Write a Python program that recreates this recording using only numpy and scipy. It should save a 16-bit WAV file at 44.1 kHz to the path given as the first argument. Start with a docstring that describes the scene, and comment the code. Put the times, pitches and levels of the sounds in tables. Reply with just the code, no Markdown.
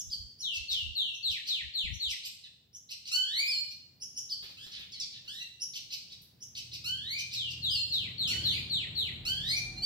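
"""A hard-walled, paved yard with caged songbirds, heard at two microphone ports over a murmur of distant streets.
A shrike runs through thin pips, reedy chips, churrs, harsh chacks, nasal whines and whistles, each a sum of
partials along a pitch curve; a second bird, at another spot, repeats a falling slur made the same way.
Short noise bursts rattle a cage, bass noise puffs at the ports, and far off an engine swells: firing orders
over a noise roar. Wall echoes and a decaying tail surround the birds and the cage."""
import sys
import numpy as np
from scipy import signal
from scipy.fft import rfft, irfft, next_fast_len
from scipy.io import wavfile
from scipy.ndimage import map_coordinates

SR = 44100
rng = np.random.default_rng(int(sys.argv[2]) if len(sys.argv) > 2 else 0)


def wrap_up_sound(samples):
    """Save the sound to the file named by the first command line argument, as 16-bit audio."""
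    columns = np.atleast_2d(samples).T
    # keep every value between -1 and 1, then stretch to whole-number steps
    tamed = np.clip(columns, -1, 1)
    steps = np.round(tamed * 32767).astype(np.int16)
    wavfile.write(sys.argv[1], SR, steps)


N = 434385  # length in samples


def amp(db):
    """Amplitude factor of a level in dB."""
    return 10 ** (np.asarray(db) / 20)


def unit(x):
    """Scale to an rms of 1."""
    return x / np.sqrt(np.mean(x ** 2) + 1e-20)


def along(points, hz):
    """Read (f/Hz, value) points on a log frequency axis."""
    f, v = np.transpose(points)
    return np.interp(np.log(hz + 1), np.log(f + 1), v)


def curves(rows):
    """One value per sample for each column after the time."""
    s, *columns = np.transpose(rows)
    return [np.interp(np.arange(N) / SR, s, column) for column in columns]


def wobble(rate, size=N):
    """A smooth random curve with rate knots a second."""
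    knots = rng.standard_normal(int(size * rate / SR) + 4)
    return map_coordinates(knots, [np.arange(size) * rate / SR])


def filtered(x, response):
    """Shape x by a complex response of frequency."""
    m = next_fast_len(N + 8192)
    return irfft(rfft(x, m) * response(np.fft.rfftfreq(m, 1 / SR)), m)[..., :N]


def add(track, s, sound):
    """Mix a sound into a track from time s on, cut at the track's ends."""
    start = round(s * SR)
    part = sound[..., max(-start, 0):max(N - start, 0)]
    track[..., max(start, 0):max(start, 0) + part.shape[-1]] += part


def steps(length, count=80):
    """Even moments through a note, in s after its start."""
    return np.linspace(0, length, count)


def noise(spectrum):
    """Two unrelated coloured noises with a joint rms of 1."""
    return unit(filtered(rng.standard_normal((2, N)), lambda hz: amp(along(spectrum, hz))))


# likeness of all-round noise at the two microphone ports: f/Hz, left-right correlation [0-1]
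PORT_LIKENESS = [(50, 0.7), (130, 0.98), (300, 0.67), (600, 0.35), (1500, 0.13)]


def diffuse(spectrum):
    """Noise from all around: mostly alike at both ports in the bass, hardly alike in the treble."""
    def turn(hz):
        return np.arccos(np.clip(along(PORT_LIKENESS, hz), -1, 1)) / 2

    mid, side = filtered(noise(spectrum), lambda hz: np.array([np.cos(turn(hz)), np.sin(turn(hz))]))
    return unit(np.array([mid + side, mid - side]))


# where the treble control of the beak begins, and the span over which it sets in
TREBLE_HZ, TREBLE_WIDTH_HZ = 4000, 470


def add_note(track, rows, partials, rough, flutter_db, throat=None, treble_db=0):
    """One syrinx note along (t/s, f/Hz, level/dB) rows; rough shakes pitch, flutter level, treble_db the beak."""
    s, hz, db = np.transpose(rows)
    t = np.arange(s[0], s[-1], 1 / SR)
    pitch = np.abs(np.interp(t, s, hz) * (1 + rough * wobble(900, size=len(t))))
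    phase = 2 * np.pi * np.cumsum(pitch) / SR
    effort_db = np.interp(t, s, db)
    beak_db = np.interp(t, s, treble_db + np.zeros(len(s)))
    tone = 0
    for k, level in partials:
        if throat:
            # high overtones waver, and fade first when the effort drops
            high = np.clip(np.log2(k * pitch / 3800), 0, 1)
            waver_db = .35 * (effort_db - max(db)) + 3 * wobble(45, size=len(t))
            level = level + along(throat, k * pitch) + high * waver_db
        treble = np.clip((k * pitch - TREBLE_HZ) / TREBLE_WIDTH_HZ, 0, 1)
        audible = k * pitch < SR / 2  # no aliasing
        tone = tone + amp(level + treble * beak_db) * audible * np.sin(k * phase)
    edges = np.clip(np.minimum(t - s[0], s[-1] - t) / .004, 0, 1)  # 4 ms ramps
    level_db = effort_db + flutter_db * wobble(346.3, size=len(t))
    add(track, s[0], tone * edges * amp(level_db))


def harmonics(count):
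    """An even stack of partials, to be shaped by the throat."""
    return [(k + 1, 0) for k in range(count)]


# the hard walls: f/Hz, time to decay by 60 dB t/s
WALLS = [(300, 0.067), (2000, 0.59), (4000, 0.66), (6000, 0.6), (9000, 0.66), (14000, 0.25)]


def in_yard(x, lag_ms, pan_db, direct_db, wet_db, early_db):
    """Direct sound at two ports, 8 wall echoes a port and the yard's dense tail; lag delays left, pan favours it."""
    direct = filtered(x, lambda hz: np.exp(np.pi * 1j * np.outer([-1, 1], hz) * lag_ms / 1000))
    direct_gain = amp(direct_db + np.array([[pan_db], [-pan_db]]) / 2)
    # tail: noise that decays at its own rate in each band
    hz, t, z = signal.stft(rng.standard_normal((2, SR)), SR, nperseg=256)
    decay = amp(-60 * t / along(WALLS, hz)[:, None]) * (1 - np.exp(-t / 0.0014))
    tail = signal.istft(z * decay, SR, nperseg=256)[1]
    tail *= amp(wet_db) / np.linalg.norm(tail[0])
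    for port in tail:
        echoes = (rng.uniform(.004, .035, size=8) * SR).astype(int)
        port[echoes] += amp(early_db) * rng.choice([-1, 1], size=8)
    return direct * direct_gain + signal.fftconvolve(x[None], tail, axes=1)[:, :N]


# background of the yard over time: t/s, level/dB
YARD_LEVEL = [(0, -65.5), (2.6, -71), (3.3, -68), (4.8, -63.5), (5.6, -67), (6.2, -64.5)]
# colour of the background: f/Hz, relative level/dB
STREET_COLOUR = [(25, -33), (60, -4), (110, 1.5), (180, -2.5), (300, -12), (600, -19), (1200, -27.5),
                 (4000, -23), (10000, -43), (15000, -24)]


def background():
    """The low murmur of distant streets: coloured noise from all around."""
    level_db, = curves(YARD_LEVEL)
    return amp(level_db) * diffuse(STREET_COLOUR)


# loudness of the far engine before its arrival fade: t/s, relative level/dB
ENGINE_LEVEL = [(6.3, -91), (6.48, -56), (6.96, -55), (7.22, -59), (7.76, -50), (7.82, -55), (8.08, -48.5),
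                (8.17, -52), (8.35, -42.5), (8.75, -50), (9.85, -53.5)]
# firing orders: multiple of the firing rate, relative level/dB
EXHAUST_ORDERS = [(0.997, -18), (1.5, -19), (2, -2.5), (2.5, -6.5), (3, 0.5), (3.5, -20), (4, -8.5),
                  (6, -13.5), (7.5, -19.5), (8.25, -21)]
# colour of the exhaust roar: f/Hz, relative level/dB
ROAR_COLOUR = [(25, -80), (45, -11), (120, 0), (180, -5), (270, -14.5), (400, -18), (700, -26.5),
               (1200, -31), (2500, -26), (6000, -120)]
# gear tones that join under load: f/Hz, mean level/dB
GEAR_TONES = [(46, -54), (338, -65), (758, -67)]
ENGINE_HZ, ENGINE_DRIFT = 39.93, 0.0074  # firing rate, and the share by which it wanders
# when it comes into earshot and when it takes load, each with its rise time
ARRIVES_S, ARRIVAL_S, PULLS_S, PULL_RISE_S = 6.1, 1, 9.1, 0.14
THROB_DB, ROAR_DB, ROAR_GROWS_DB_PER_S = -0.5, -10, 3.5  # roar level as it arrives


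def engine():
    """A far engine: unsteady firing orders over a dull exhaust roar that grows; gear tones join as it pulls."""
    loud_db, = curves(ENGINE_LEVEL)
    t = np.arange(N) / SR
    phase = 2 * np.pi * np.cumsum(ENGINE_HZ * (1 + ENGINE_DRIFT * wobble(9.5))) / SR
    throb = np.zeros(N)
    for k, db in EXHAUST_ORDERS:
        throb += amp(db + 2.5 * wobble(4)) * np.sin(k * phase + .4 * wobble(5))
    gears = np.zeros(N)
    for hz, db in GEAR_TONES:
        shake = hz / 380 * (wobble(14) + .6 * wobble(70))  # radians
        gears += amp(db + 3 * wobble(9)) * np.sin(2 * np.pi * hz * t + shake)
    roar = amp(ROAR_DB + ROAR_GROWS_DB_PER_S * (t - ARRIVES_S)) * diffuse(ROAR_COLOUR)
    arrival = np.clip((t - ARRIVES_S) / ARRIVAL_S, 0, 1)
    load = np.clip((t - PULLS_S) / PULL_RISE_S, 0, 1)
    return arrival * amp(loud_db) * (amp(THROB_DB) * unit(throb) + roar) + load * gears


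# puffs of air at the microphone: t/s, length t/s, left port level/dB, right port level/dB
AIR_PUFFS = [(0.026, 0.12, -49, -52), (0.114, 0.21, -56, -46), (0.542, 0.12, -70, -46.5),
             (0.662, 0.16, -62, -50), (0.77, 0.21, -61, -42.5), (1.279, 0.082, -43.5, -75),
             (1.585, 0.14, -48.5, -72), (1.829, 0.046, -34, -62), (1.845, 0.16, -34.5, -72),
             (2.02, 0.16, -54, -50.5)]
# colour of the buffeting: f/Hz, relative level/dB
BUFFET_COLOUR = [(20, -33), (40, -11), (75, -2.5), (130, -17.5), (280, -35), (600, -63.5)]


def puffs():
    """Each eddy pushes on the two ports with its own strength: swelling and fading bass noise."""
    strength = np.zeros((2, N))
    for s, length, left_db, right_db in AIR_PUFFS:
        add(strength, s, amp([[left_db], [right_db]]) * np.hanning(int(length * SR)))
    return strength * noise(BUFFET_COLOUR)


# cage taps, and a sharp bill snap at 6.215 s: t/s, relative level/dB, share of bright noise against frame [0-1]
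CAGE_TAPS = [(4.423, -48.5, 0.21), (4.488, -57.5, 0.14), (4.663, -54, 0.2), (4.788, -55.5, 0.21),
             (5.243, -61, .1), (6.215, -61, 0.96)]
# colour of the wooden frame: f/Hz, relative level/dB
FRAME_COLOUR = [(100, 5), (300, -0.5), (800, -7), (1600, -6), (4000, 10), (15000, -37)]
# colour of claws on wire and of a snapping bill: f/Hz, relative level/dB
WIRE_COLOUR = [(2000, -40), (5000, -9), (9000, -15), (13000, 1), (15500, -7)]


def cage():
    """Light scuffs of feet: a knock in the frame and a scratch on the wires; one bright burst is a bill snap.
    All are decaying noise."""
    frame, wire, t = np.zeros(N), np.zeros(N), np.arange(SR // 4) / SR
    for s, db, bright in CAGE_TAPS:
        decay_db = db - 60 * t / .13  # 60 dB down in 0.13 s
        scuff = amp(decay_db + 3 * wobble(300, size=len(t))) * (1 - np.exp(-t / .005))
        add(frame, s, scuff * (1 - bright))
        add(wire, s, scuff * bright)
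    return amp(11.5) * (frame * noise(FRAME_COLOUR)[0] + wire * noise(WIRE_COLOUR)[0])


# falling slurs: t/s, length t/s, end f/Hz, bend [1 dives straight, 2 levels off],
# relative level/dB, fade by the end level/dB
FALLING_SLURS = [(.415, 0.17, 2654, 2.65, -34, 6), (.68, 0.18, 2743, 2.6, -31.5, 10.4),
                 (.949, 0.21, 2683, 2.58, -30, 18.4), (1.226, .16, 1690, 0.92, -29.5, 16.4),
                 (1.473, 0.15, 1688, 0.92, -30.5, 13.9), (1.736, 0.15, 1828, 0.99, -31, 12.7),
                 (1.995, .15, 1854, 0.98, -31.5, 13.8), (7.343, 0.18, 2754, 2.4, -36, 4.7),
                 (7.616, .19, 2717, 2.3, -31.5, 10.6), (7.905, 0.18, 1940, 1.1, -30, 19.3),
                 (8.177, 0.17, 1800, 0.98, -30, 14.8), (8.436, .15, 1930, 1.03, -26.5, 20.4),
                 (8.695, 0.16, 1720, 0.89, -29, 16.8), (8.949, 0.15, 1795, 0.83, -31, 13)]
# the slurring bird's beak: f/Hz, gain level/dB
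SLUR_BEAK = [(1800, 0), (2700, 1.5), (3800, 6), (4800, 10.5), (6000, -7), (7500, 5), (9500, -17),
             (12000, 6), (14500, -13)]
# shared start; opening deficit and its time constant; share of the length before the fade
SLUR_START_HZ, SLUR_OPENING_DB, SLUR_ATTACK_S, SLUR_HOLD = 4550, 21.5, 0.02, 0.14


def slurring_bird():
    """Nearly pure glides that start alike, then level off and hold, or dive and fade."""
    song = np.zeros(N)
    for s, length, end_hz, bend, db, fade_db in FALLING_SLURS:
        t = steps(length)
        u = t / length
        hz = end_hz + (SLUR_START_HZ - end_hz) * np.abs(1 - u) ** bend
        opening_db = SLUR_OPENING_DB * np.exp(-t / SLUR_ATTACK_S)
        closing_db = fade_db * np.interp(u, [SLUR_HOLD, 1], [0, 1]) ** 1.03
        rows = np.transpose([s + t, hz, db - opening_db - closing_db])
        partials = [(1, .5), (2, -21.5), (3, -23)]  # multiple, level/dB
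        add_note(song, rows, partials, rough=0.0049, flutter_db=1.5, throat=SLUR_BEAK)
    return song


STEADY_DB = .9  # level flutter of whines and whistles
# short clear whistles: t/s, length t/s, reference f/Hz, opening arch f/Hz, relative level/dB
CLEAR_WHISTLES = [(3.46, 0.15, 4406, 877, -29.5), (5.4, 0.032, 2837, 8, -35),
                  (7.691, 0.14, 4385, 780.5, -29), (9.474, 0.046, 4950, 178, -32.5),
                  (9.76, .04, 4300, 35, -36), (9.818, .07, 4750, 5, -24)]
# partials of a whistle: multiple of the reference, relative level/dB
FLUTY_PARTIALS = [(2 / 3, -17), (0.97, 0), (4 / 3, -30), (5 / 3, -20.5), (2, -34.5), (8 / 3, -26)]
WHISTLE_TREMOR = .004  # share of the pitch
ARCH_PEAK_S, ARCH_WIDTH_S = 0.032, .033  # when the arch tops out, and how fast it settles
WHISTLE_SCOOP, WHISTLE_SCOOP_S = 0.089, 0.00527  # starts flat by this share; recovery time constant
WHISTLE_ATTACK_S, WHISTLE_RELEASE_S, WHISTLE_FADE_DB = 0.024, 0.013, 12


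def whistles():
    """A short, nearly pure note scoops in, may arch above its pitch, then settles."""
    song = np.zeros(N)
    for s, length, held_hz, arch_hz, db in CLEAR_WHISTLES:
        t = steps(length)
        scoop = 1 - WHISTLE_SCOOP * np.exp(-t / WHISTLE_SCOOP_S)
        hz = held_hz * scoop + arch_hz * np.exp(-((t - ARCH_PEAK_S) / ARCH_WIDTH_S) ** 2)
        opening = np.clip(np.minimum(t / WHISTLE_ATTACK_S, (length - t) / WHISTLE_RELEASE_S), 0, 1)
        rows = np.transpose([s + t, hz, db - WHISTLE_FADE_DB * (1 - opening)])
        add_note(song, rows, FLUTY_PARTIALS, WHISTLE_TREMOR, STEADY_DB)
    return song


# rising nasal whines: t/s, length t/s, opening f/Hz, top f/Hz, share of the climb at an even pace,
# lateness of the rest, relative level/dB, gain by the end level/dB, depth of the swells, treble level/dB
NASAL_WHINES = [(3.114, 0.36, 1485, 2416, 0.072, 2.02, -29, -2.5, 0.98, 1),
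                (4.569, 0.089, 1493, 1790, 0.45, 1.4, -52, 7.5, 0.18, 0),
                (5.276, 0.16, 1606, 2009, 0.38, 0.87, -42.5, 1.5, 0.1, -2),
                (6.839, .365, 1424, 2417, 0.43, 2.7, -33.5, -4, 1, -2),
                (8.272, .33, 1439, 2435, 0.22, 2.6, -35, -9, 0.61, 4.5),
                (9.25, 0.34, 1459, 2385, 0.46, 3.2, -33, 1, 0.75, 0)]
# swells and beak through a whine, before depth: share of its length, effort level/dB, treble level/dB
WHINE_COURSE = [(0, -11.5, 10.5), (.06, -7, 10), (.13, -2, 2), (.23, -2, -19), (.42, -9.5, -14.5),
                (.6, -1, -18), (.78, 2.5, 1), (.92, -0.5, -11.5), (1.002, 5.5, -12)]
# the throat's resonances: f/Hz, gain level/dB
NASAL_THROAT = [(1300, -16), (1950, -16), (2400, 2), (3000, 4), (3600, -3), (4300, 4), (4800, -1),
                (6300, -13.5), (7400, -11.5), (8200, -20), (9000, -17.5), (10300, -32), (12000, -16.5),
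                (15500, -29)]
# softly sung whines turn hoarse: level/dB, roughness [share of pitch]
HOARSENESS = [(-52, .05), (-44, .028), (-36, .005), (-26, .002)]
WHINE_SCOOP, WHINE_SCOOP_S = 0.18, .013  # starts flat by this share; recovery time constant
WHINE_TOPS_OUT = .91  # share of the length at which the top is reached


def whines():
    """A nasal note scoops up to its opening pitch, creeps higher, then climbs in an S to the top and holds it."""
    song = np.zeros(N)
    share, effort_db, beak_db = np.transpose(WHINE_COURSE)
    for s, length, open_hz, top_hz, creep, late, db, gain_db, depth, bright_db in NASAL_WHINES:
        t = steps(length)
        u = t / length
        way = np.clip(u / WHINE_TOPS_OUT, 0, 1)
        climb = creep * way + (1 - creep) * np.sin(np.pi / 2 * way ** late) ** 2
        scoop = 1 - WHINE_SCOOP * np.exp(-t / WHINE_SCOOP_S)
        hz = open_hz * scoop + (top_hz - open_hz) * climb
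        level_db = db + gain_db * u + depth * np.interp(u, share, effort_db)
        treble_db = bright_db + depth * np.interp(u, share, beak_db)
        rough = np.interp(db, *np.transpose(HOARSENESS))
        add_note(song, np.transpose([s + t, hz, level_db]), harmonics(count=10), rough, STEADY_DB,
                 throat=NASAL_THROAT, treble_db=treble_db)
    return song


# thin high pips: t/s, reference f/Hz, relative level/dB
THIN_PIPS = [(-.035, 6800, -28.5), (0.384, 6450, -41.5), (1.125, 6670, -50), (1.918, 6710, -47),
             (2.727, 6750, -46), (3.999, 6420, -39), (4.151, 6485, -35), (5.597, 6263, -33.5),
             (6.401, 6650, -42.5), (9.546, 6620, -38.5)]
# course of a pip: t/s after its start, share of the reference, relative level/dB
PIP_COURSE = [(0, 0.71, -22.5), (.016, 0.88, -10.5), (.025, 0.85, 3), (.036, 0.98, -4.5), (.05, 0.76, -12)]
# partials of a pip: multiple, relative level/dB
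PIP_PARTIALS = [(0.532, -17), (0.998, 3), (1.178, -12.5), (1.9, -12.5)]
# reedy chips: t/s, reference f/Hz, relative level/dB
REEDY_CHIPS = [(0.096, 5526, -35.5), (4.289, 5572, -33.5)]
# course of a chip: t/s after its start, share of the reference, relative level/dB
CHIP_COURSE = [(0, 0.61, -19), (.016, 0.98, -4), (.028, 0.9, 0), (.04, 0.84, 8.5), (.053, 0.82, -20)]
# partials of a chip: multiple, relative level/dB
REEDY_PARTIALS = [(2 / 3, -16.5), (0.97, 0), (4 / 3, -30), (5 / 3, -26), (2.4, -28), (8 / 3, -29)]
# gruff falling churrs: t/s, length t/s, start f/Hz, relative level/dB, roughness [share of pitch]
FALLING_CHURRS = [(2.434, 0.037, 4520, -47, 0.032), (4.44, 0.047, 4610, -53, 0.075),
                  (4.713, 0.079, 4710, -41, 0.141), (4.792, 0.051, 4070, -46.5, 0.102),
                  (4.917, 0.061, 5320, -42, 0.043), (4.997, 0.046, 5870, -34, 0.018),
                  (5.122, 0.061, 4750, -46.5, 0.069)]
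# partials of a churr: multiple, relative level/dB
GRUFF_PARTIALS = [(0.5, -15.5), (0.748, -6), (1, 1.5), (1.251, -10), (1.5, -18), (2.002, -25), (2.499, -28)]
# harsh chacks: t/s, top f/Hz, relative level/dB
HARSH_CHACKS = [(0.532, 3240, -34.5), (0.696, 2990, -33.5), (1.286, 2990, -36.5), (1.455, 2860, -33),
                (2.079, 3174, -32.5), (2.232, 2943, -33.5), (2.888, 2934, -36.5), (3.052, 2960, -35.5),
                (3.685, 2950, -46), (5.734, 3120, -32), (5.902, 2940, -31.5), (6.098, 2400, -44),
                (6.55, 3080, -33), (6.714, 2720, -34), (7.169, 3025, -32.5), (7.311, 2847, -31.5),
                (7.485, 2807, -38), (7.913, 2900, -41.5)]
# course of a chack: t/s after its start, share of the top, relative level/dB
CHACK_COURSE = [(0, .66, -11.5), (.01, .75, -12.5), (.02, .88, -8.5), (.027, 1, -3.5), (.036, .82, -5),
                (.05, 0.48, -17.5)]
# partials of a chack: multiple, relative level/dB
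HARSH_PARTIALS = [(1, -2.5), (1.5, -9), (2, 2), (2.5, -9), (3, -1.5), (4, -5.5), (5, -2)]
# the wide open beak of a chack: f/Hz, gain level/dB
OPEN_BEAK = [(1200, -72), (2000, -13.5), (2800, 0), (4500, 3.5), (5800, -2.5), (6800, -7.5), (9000, -14),
             (10500, -26), (12500, -5), (16000, -45)]


def shrike():
    """Pips, reedy chips, nasal whines and whistles, with churrs and chacks roughened by random pitch shake."""
    song = np.zeros(N)

    def course(shape, s, hz, db):
        return [(s + after, hz * share, db + level) for after, share, level in shape]

    for s, hz, db in THIN_PIPS:
        add_note(song, course(PIP_COURSE, s, hz, db), PIP_PARTIALS, rough=.034, flutter_db=2)
    for s, hz, db in REEDY_CHIPS:
        add_note(song, course(CHIP_COURSE, s, hz, db), REEDY_PARTIALS, rough=0.025, flutter_db=2.5)
    for s, length, hz, db, rough in FALLING_CHURRS:
        fall = [(s, hz, db - 3), (s + .35 * length, .84 * hz, db), (s + length, .72 * hz, db - 7)]
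        add_note(song, fall, GRUFF_PARTIALS, rough, flutter_db=2.5)
    for s, hz, db in HARSH_CHACKS:
        rows = course(CHACK_COURSE, s, hz, db)
        add_note(song, rows, HARSH_PARTIALS, rough=.08, flutter_db=2, throat=OPEN_BEAK)
    return song + whines() + whistles()


def scene():
    """Two birds at different spots in the yard, over the puffs, the engine and the streets."""
    around = background() + engine() + puffs()
    second_spot = in_yard(slurring_bird(), lag_ms=-.16, pan_db=6.0, direct_db=-2.5, wet_db=-2.5, early_db=-15.5)
    cage_spot = in_yard(cage() + shrike(), lag_ms=0.213, pan_db=-.6, direct_db=-2.0, wet_db=-2.5, early_db=-15.5)
    return around + second_spot + cage_spot


TOP_HZ = 15800  # band limit of the microphone chain


def record(dry):
    """The microphone chain passes only what lies below its band limit."""
    return filtered(dry, lambda hz: hz < TOP_HZ)


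dry = scene()
out = record(dry)
wrap_up_sound(out)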